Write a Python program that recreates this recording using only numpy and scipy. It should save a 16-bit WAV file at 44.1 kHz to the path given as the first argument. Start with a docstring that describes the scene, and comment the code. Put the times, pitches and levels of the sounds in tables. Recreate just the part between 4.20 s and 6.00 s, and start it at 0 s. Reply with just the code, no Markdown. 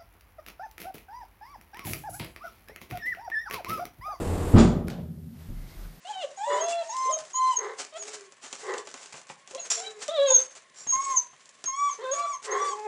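"""A shutter rolls along its track in a hollow dome, wheels rumbling. At 0.33 s it hits its end stop:
a heavy thud, a short crash of loose panels, and the shell rings on. At 0.68 s a latch clicks and
echoes off the curved wall. Parts rub and the settling shell groans over a low rumble. From 1.3 s the
dome sways with two low booms, a sliding part whines faintly and the background hiss swells."""
import sys
import numpy as np
from scipy import signal
from scipy.fft import rfft, irfft
from scipy.io import wavfile

SR = 44100
rng = np.random.default_rng(int(sys.argv[2]) if len(sys.argv) > 2 else 0)


def unload_audio(sound):
    """Save the sound as a 16-bit wav file, at the path given as the first command line argument."""
    columns = np.transpose(np.atleast_2d(sound))
    # keep every value between -1 and 1, then stretch to whole-number steps
    steps = np.round(np.clip(columns, -1, 1) * 32767)
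    wavfile.write(sys.argv[1], SR, steps.astype(np.int16))


N = 79380

# end-stop blows, then a faint late knock (time [s], level [dB], contact time [s], thud treble [dB])
BLOWS = [(.332, -26.5, 0.0042, 3), (.3403, -12.5, 0.0012, -7), (0.3485, -15, .0011, 0),
         (.3844, -17.5, 0.0014, 9), (0.4407, -30.5, 0.0019, 10.5), (1.288, -38.5, .002, -2)]
# shell modes (frequency [Hz], relative level [dB], t60 [s])
SHELL_MODES = [(45.9, -2.5, 0.76), (89.1, -10.5, .75), (103.5, 3.4, 0.26), (125.8, -6, 0.69),
               (177.1, 2, 0.78), (226, -1, 0.38), (256.2, -6.5, 0.65), (284.7, -15, 0.61),
               (333.3, -1, 0.59), (383, -3, 0.43), (429.5, -10, 0.8), (473, -11.5, 0.85), (603.4, -2, 0.82)]
# body of a blow (frequency [Hz], relative density [dB])
THUD_SPECTRUM = [(25, -9), (45, -14), (62, -32), (100, -15.5), (200, -7), (350, -10.5), (550, -20.5),
                 (1000, -34.5), (3000, -76)]
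THUD_GAIN_DB, THUD_ATTACK_S, THUD_T60_S, THUD_WET_DB = -2.5, 0.005, 0.091, -10.5

# panel chatter (frequency [Hz], relative density [dB])
CRASH_SPECTRUM = [(150, 3), (250, -4), (400, -8.5), (839, -15), (1300, -17.5), (1600, -24.5), (2270, -27.5),
                  (5000, -31), (7010, -35), (8600, -36.5), (10000, -49), (12000, -80)]
# panel resonances (frequency [Hz], width [Hz], relative level [dB])
PANEL_RESONANCES = [(226, 25, -13.5), (380, 13, -23), (605, 26, -21), (812.6, 11, -19.5), (849, 12, -25),
                    (999, 28, -23), (1150, 26, -27), (1240, 43, -28.5), (1365, 30, -25.5), (3390, 50, -29),
                    (4850, 29, -32.5), (7000, 600, -24.5)]
CRASH_DB, CRASH_START_S, CRASH_ATTACK_S, CRASH_HOLD_S, CRASH_T60_S = -16, 0.3187, 0.064, 0.026, 0.3
TREBLE_LAG_S, CRASH_WET_DB, RATTLES_PER_S = 0.062, -10, 14000

# wheels on the track (frequency [Hz], relative density [dB])
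ROLL_SPECTRUM = [(15, -25), (25, 2.5), (54, -20.5), (85, -6), (149, -12), (175, -11), (253, -9.5),
                 (443, -12), (1100, -22.5), (1550, -29.5), (6190, -42.5), (7450, -34.5), (14500, -48)]
# shell drone under the wheels (frequency [Hz], width [Hz], level [dB])
DRONE_RESONANCES = [(35.8, 46, -37), (88, 11.5, -33), (172.8, 6, -40.5), (306, 48, -42), (477, 13, -43.5)]
ROLL_DB, ROLL_ROUGH_DB, ROLL_HOLD_S, ROLL_T60_S = -31, 1, 0.372, 0.098

# latch contacts (time [s], relative level [dB])
LATCH_CONTACTS = [(0.6823, -22), (.6832, -17), (0.6848, -20), (.6860, -24), (.7020, -18.5), (.7045, -25)]
# filter on the direct click (frequency [Hz], gain [dB])
CLICK_FILTER = [(300, -13), (900, 9), (1400, 8), (2200, 8.5), (3200, -6), (4500, 0.5), (7000, -7),
                (14000, -5)]
# filter on the latch's slide, echo and reverb (frequency [Hz], gain [dB])
LATCH_TAIL_FILTER = [(300, 5.5), (900, -6), (1400, 2), (2200, -3.5), (3200, -0.5), (4500, -4), (7000, -8.5),
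                     (10000, -17), (14000, -12)]
# latch modes (frequency [Hz], level [dB], t60 [s])
LATCH_MODES = [(1430, -41, 0.054), (2170, -47, 0.037)]
SLIDE_S, SLIDE_DB, ECHO_DELAY_S, ECHO_DB, LATCH_WET_DB = 0.012, -53, 0.021, -15, -9.5

# shell sways (start [s], hold [s], frequency [Hz], level [dB])
SWAYS = [(1.287, 0.12, 34.2, -33.5), (1.556, 0.1, 37.8, -35.5)]
SWAY_ATTACK_S, SWAY_T60_S = 0.015, 0.29
# shell groans (start [s], attack [s], hold [s], frequency [Hz], level [dB])
GROANS = [(0.738, 0.055, 0.024, 166, -36.5), (0.882, 0.013, 0.0087, 172.2, -36),
          (0.951, 0.026, 0.065, 158, -46.5), (1.042, 0.036, 0.033, 226, -46),
          (1.163, 0.04, .06, 159, -48.5), (1.617, 0.019, 0.15, 160, -53)]
GROAN_T60_S, GROAN_WANDER_HZ, GROAN_ROUGH_DB = 0.35, 3.9, 3
# rubbing parts (start [s], attack [s], hold [s], frequency [Hz], width [Hz], level [dB])
RUBS = [(0.276, 0.0024, 0.029, 11400, 3320, -53.5), (0.574, 0.025, 0.055, 84, 22, -33.5),
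        (0.655, 0.064, 0.085, 480, 560, -45.5), (1.474, 0.014, 0.027, 4530, 3110, -60.5),
        (1.614, 0.03, 0.011, 1440, 406, -61.5)]
RUB_T60_S = 0.18
WHINE_START_S, WHINE_ATTACK_S, WHINE_HOLD_S = 1.255, 0.23, 0.058
WHINE_HZ, WHINE_WIDTH_HZ, WHINE_DB = 2090, 150, -64

# dome reverb decay (frequency [Hz], t60 [s])
DOME_DECAY = [(40, 0.25), (90, 0.64), (170, 1.12), (350, 1.35), (800, 0.65), (2000, 0.52), (5000, 0.39),
              (12000, 0.16)]
# dome rumble (frequency [Hz], width [Hz], relative level [dB])
RUMBLE_RESONANCES = [(85, 20, 0), (166, 69, -0.5), (133.3, 9.1, -2.5), (238.6, 30, -8)]
# rumble swell (time [s], gain [dB])
RUMBLE_GAIN = [(0, -60), (.55, -52), (.8, -43.5), (1.05, -47.5), (1.25, -52.5), (1.4, -51.5), (1.52, -54.5),
               (1.8, -59.5)]
# swelling background hiss (frequency [Hz], relative density [dB])
SWELLING_HISS_SPECTRUM = [(200, -1.5), (330, 8), (450, -1), (640, 1), (970, -3), (2000, -5.5), (2500, -8.5),
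                          (5000, -10), (8000, -15), (14000, -10.5)]
# late rise of that hiss (time [s], level [dB])
SWELLING_HISS_LEVEL = [(0, -79), (1.1, -64.5), (1.21, -55), (1.33, -56.5), (1.45, -54.5), (1.56, -52.5),
                       (1.64, -51), (1.7, -54.5), (1.8, -56)]
# steady hiss (frequency [Hz], relative density [dB])
HISS_SPECTRUM = [(300, 2), (2000, -10), (5000, -12.5), (8000, -12), (11000, -4.5), (14000, -2.5)]
HISS_DB = -63
LOW_CUT_HZ, HIGH_CUT_HZ, CEILING = 14.6, 14500, 0.97


def undb(db):
    """Decibels to gain."""
    return 10 ** (np.asarray(db) / 20)


def unit(x):
    """Scale to rms 1."""
    return x / np.sqrt(np.mean(x ** 2) + 1e-20)


def seconds():
    """Time of every sample."""
    return np.arange(N) / SR


def on_log_axis(hz, points):
    """Interpolate (frequency [Hz], value) points over log frequency."""
    points_hz, values = np.array(points, float).T
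    return np.interp(np.log(hz + 1e-3), np.log(points_hz), values)


def colour(x, points):
    """Filter by (frequency [Hz], gain [dB]) points; 12 dB/octave roll-off below the first."""
    hz = np.arange(N + 1) * SR / (2 * N)
    skirt = np.minimum(hz / points[0][0], 1) ** 2
    return irfft(rfft(x, 2 * N) * undb(on_log_axis(hz, points)) * skirt)[:N]


def noise(points):
    """Coloured noise, rms 1."""
    return unit(colour(rng.standard_normal(N), points))


def octaves(x):
    """Overlapping octave bands (centre [Hz], signal)."""
    centres_hz = 30 * 2. ** np.arange(10)
    log_hz = np.log(np.arange(N // 2 + 1) * SR / N + 1e-3)
    spectrum = rfft(x)
    return [(hz, irfft(spectrum * np.interp(log_hz, np.log(centres_hz), weights), N))
            for hz, weights in zip(centres_hz, np.eye(len(centres_hz)))]


def resonances(table):
    """Sum of noise-driven resonances (frequency [Hz], width [Hz], level [dB])."""
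    hz = np.arange(N // 2 + 1) * SR / N
    out = 0
    for centre_hz, width_hz, db in table:
        phasors = np.exp(2j * np.pi * rng.random(len(hz)))
        spectrum = phasors / (1 + (2 * (hz - centre_hz) / width_hz) ** 2)
        out += undb(db) * unit(irfft(spectrum, N))
    return out


def envelope(start_s, attack_s, hold_s, t60_s):
    """Linear attack, hold, exponential release."""
    t = seconds() - start_s
    release = np.exp(-np.log(1000) * np.maximum(t - attack_s - hold_s, 0) / t60_s)
    return np.clip(t / attack_s, 0, 1) * release


def sine(hz, start_s=0):
    """Sine with zero phase at start_s."""
    return np.sin(2 * np.pi * hz * (seconds() - start_s))


def convolve(x, response):
    """Apply an impulse response."""
    return signal.fftconvolve(x, response)[:N]


def shell_blows():
    """Soft heavy blows ring the shell's modes and thud into the dome."""
    t = seconds()
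    ring = sum(undb(db) * sine(hz) * np.exp(-np.log(1000) * t / t60_s) for hz, db, t60_s in SHELL_MODES)
    force, thud = 0, 0
    for time_s, db, contact_s, treble_db in BLOWS:
        push = np.exp(-2 * ((t - time_s) / contact_s) ** 2)
        force += undb(db) * push / push.sum()
        body = colour(noise(THUD_SPECTRUM), [(20, 0), (250, 0), (700, treble_db)])
        thud += undb(db + THUD_GAIN_DB) * body * envelope(time_s, THUD_ATTACK_S, 0, THUD_T60_S)
    return convolve(force, ring) + thud + undb(THUD_WET_DB) * dome_reverb(thud)


def panel_crash():
    """Jolted panels chatter and ring; higher bands swell later and faster."""
    contacts = rng.standard_normal(N) * (rng.random(N) < RATTLES_PER_S / SR)
    chatter = unit(colour(contacts, CRASH_SPECTRUM))
    crash = 0
    for hz, band in octaves(chatter + resonances(PANEL_RESONANCES)):
        lag_s = TREBLE_LAG_S * min(hz / 7000, 1)
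        attack_s = max(CRASH_ATTACK_S - lag_s, 0.003)
        crash += band * envelope(CRASH_START_S + lag_s, attack_s, CRASH_HOLD_S, CRASH_T60_S)
    return undb(CRASH_DB) * (crash + undb(CRASH_WET_DB) * dome_reverb(crash))


def rolling():
    """Wheels rumble and hiss unevenly on the track; the shell drones until the stop."""
    roughness = undb(ROLL_ROUGH_DB * resonances([(38.0, 13, 0.0035)]))
    wheels = undb(ROLL_DB) * noise(ROLL_SPECTRUM) * roughness
    return (wheels + resonances(DRONE_RESONANCES)) * envelope(0, 0.0011, ROLL_HOLD_S, ROLL_T60_S)


def latch():
    """The bolt slides, contacts ring the latch, the curved wall returns a blurred echo."""
    def impulse(time_s):
        return 1. * (np.arange(N) == int(time_s * SR))

    def burst(time_s, t60_s):
        scatter = unit(rng.standard_normal(N) * envelope(0, 0.00013, 0, t60_s)) / np.sqrt(N)
        return convolve(impulse(time_s), scatter)

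    first_s = LATCH_CONTACTS[0][0]
    clicks = sum(undb(db) * burst(time_s, t60_s=0.0024) for time_s, db in LATCH_CONTACTS)
    slide = noise(LATCH_TAIL_FILTER) * envelope(first_s - SLIDE_S, 0.00088, SLIDE_S, 0.01)
    ring = sum(undb(db) * sine(hz, first_s) * envelope(first_s, 0.001, 0.002, t60_s)
               for hz, db, t60_s in LATCH_MODES)
    echo = undb(ECHO_DB) * burst(first_s + ECHO_DELAY_S, t60_s=0.19)
    reverb = undb(LATCH_WET_DB) * dome_reverb(impulse(first_s))
    tail = colour(echo + reverb, LATCH_TAIL_FILTER)
    return undb(SLIDE_DB) * slide + colour(clicks, CLICK_FILTER) + ring + tail


def sway():
    """The whole shell heaves in two low booms."""
    return sum(undb(db) * sine(hz, start_s) * envelope(start_s, SWAY_ATTACK_S, hold_s, SWAY_T60_S)
               for start_s, hold_s, hz, db in SWAYS)


def groans():
    """The settling shell hums in short rough swells of unsteady pitch."""
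    flutter = lambda: resonances([(20, 30, 0)])
    out = 0
    for start_s, attack_s, hold_s, hz, db in GROANS:
        pitch_hz = hz + GROAN_WANDER_HZ * flutter()
        roughness = undb(GROAN_ROUGH_DB * flutter())
        tone = unit(np.sin(2 * np.pi * np.cumsum(pitch_hz) / SR) * roughness)
        out += undb(db) * tone * envelope(start_s, attack_s, hold_s, GROAN_T60_S)
    return out


def rubs():
    """Sliding parts hiss before the stop, grumble as they settle, then scrape faintly."""
    return sum(resonances([(hz, width_hz, db)]) * envelope(start_s, attack_s, hold_s, RUB_T60_S)
               for start_s, attack_s, hold_s, hz, width_hz, db in RUBS)


def whine():
    """A sliding part sings faintly in one narrow band."""
    band = resonances([(WHINE_HZ, WHINE_WIDTH_HZ, WHINE_DB)])
    return band * envelope(WHINE_START_S, WHINE_ATTACK_S, WHINE_HOLD_S, RUB_T60_S)


def dome_reverb(x):
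    """Diffuse tail: builds over the echo delay, lasts longest in the low mids."""
    tail = sum(band * envelope(0, ECHO_DELAY_S, 0, on_log_axis(hz, DOME_DECAY))
               for hz, band in octaves(rng.standard_normal(N)))
    return convolve(x, unit(tail) / np.sqrt(N))


def background():
    """Low rumble, steady hiss, and hiss that swells late, as when automatic gain rises after a thud."""
    gain = lambda curve: undb(np.interp(seconds(), *np.array(curve).T))
    rumble = resonances(RUMBLE_RESONANCES) * gain(RUMBLE_GAIN)
    swelling_hiss = noise(SWELLING_HISS_SPECTRUM) * gain(SWELLING_HISS_LEVEL)
    return rumble + swelling_hiss + undb(HISS_DB) * noise(HISS_SPECTRUM)


def scene():
    """Mono mix, heard from inside the dome."""
    shutter = rolling() + shell_blows() + panel_crash() + latch()
    return (shutter + sway() + groans() + whine() + rubs() + background())[None]


def record(dry):
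    """Low cut, soft peak rounding, high cut."""
    low_cut = signal.butter(2, LOW_CUT_HZ, "high", fs=SR, output="sos")
    high_cut = signal.ellip(8, 0.2, 70, HIGH_CUT_HZ, fs=SR, output="sos")
    trimmed = signal.sosfilt(low_cut, dry)
    rounded = trimmed / (1 + (trimmed / CEILING) ** 4) ** 0.25
    return signal.sosfilt(high_cut, rounded)


dry = scene()
out = record(dry)
unload_audio(out)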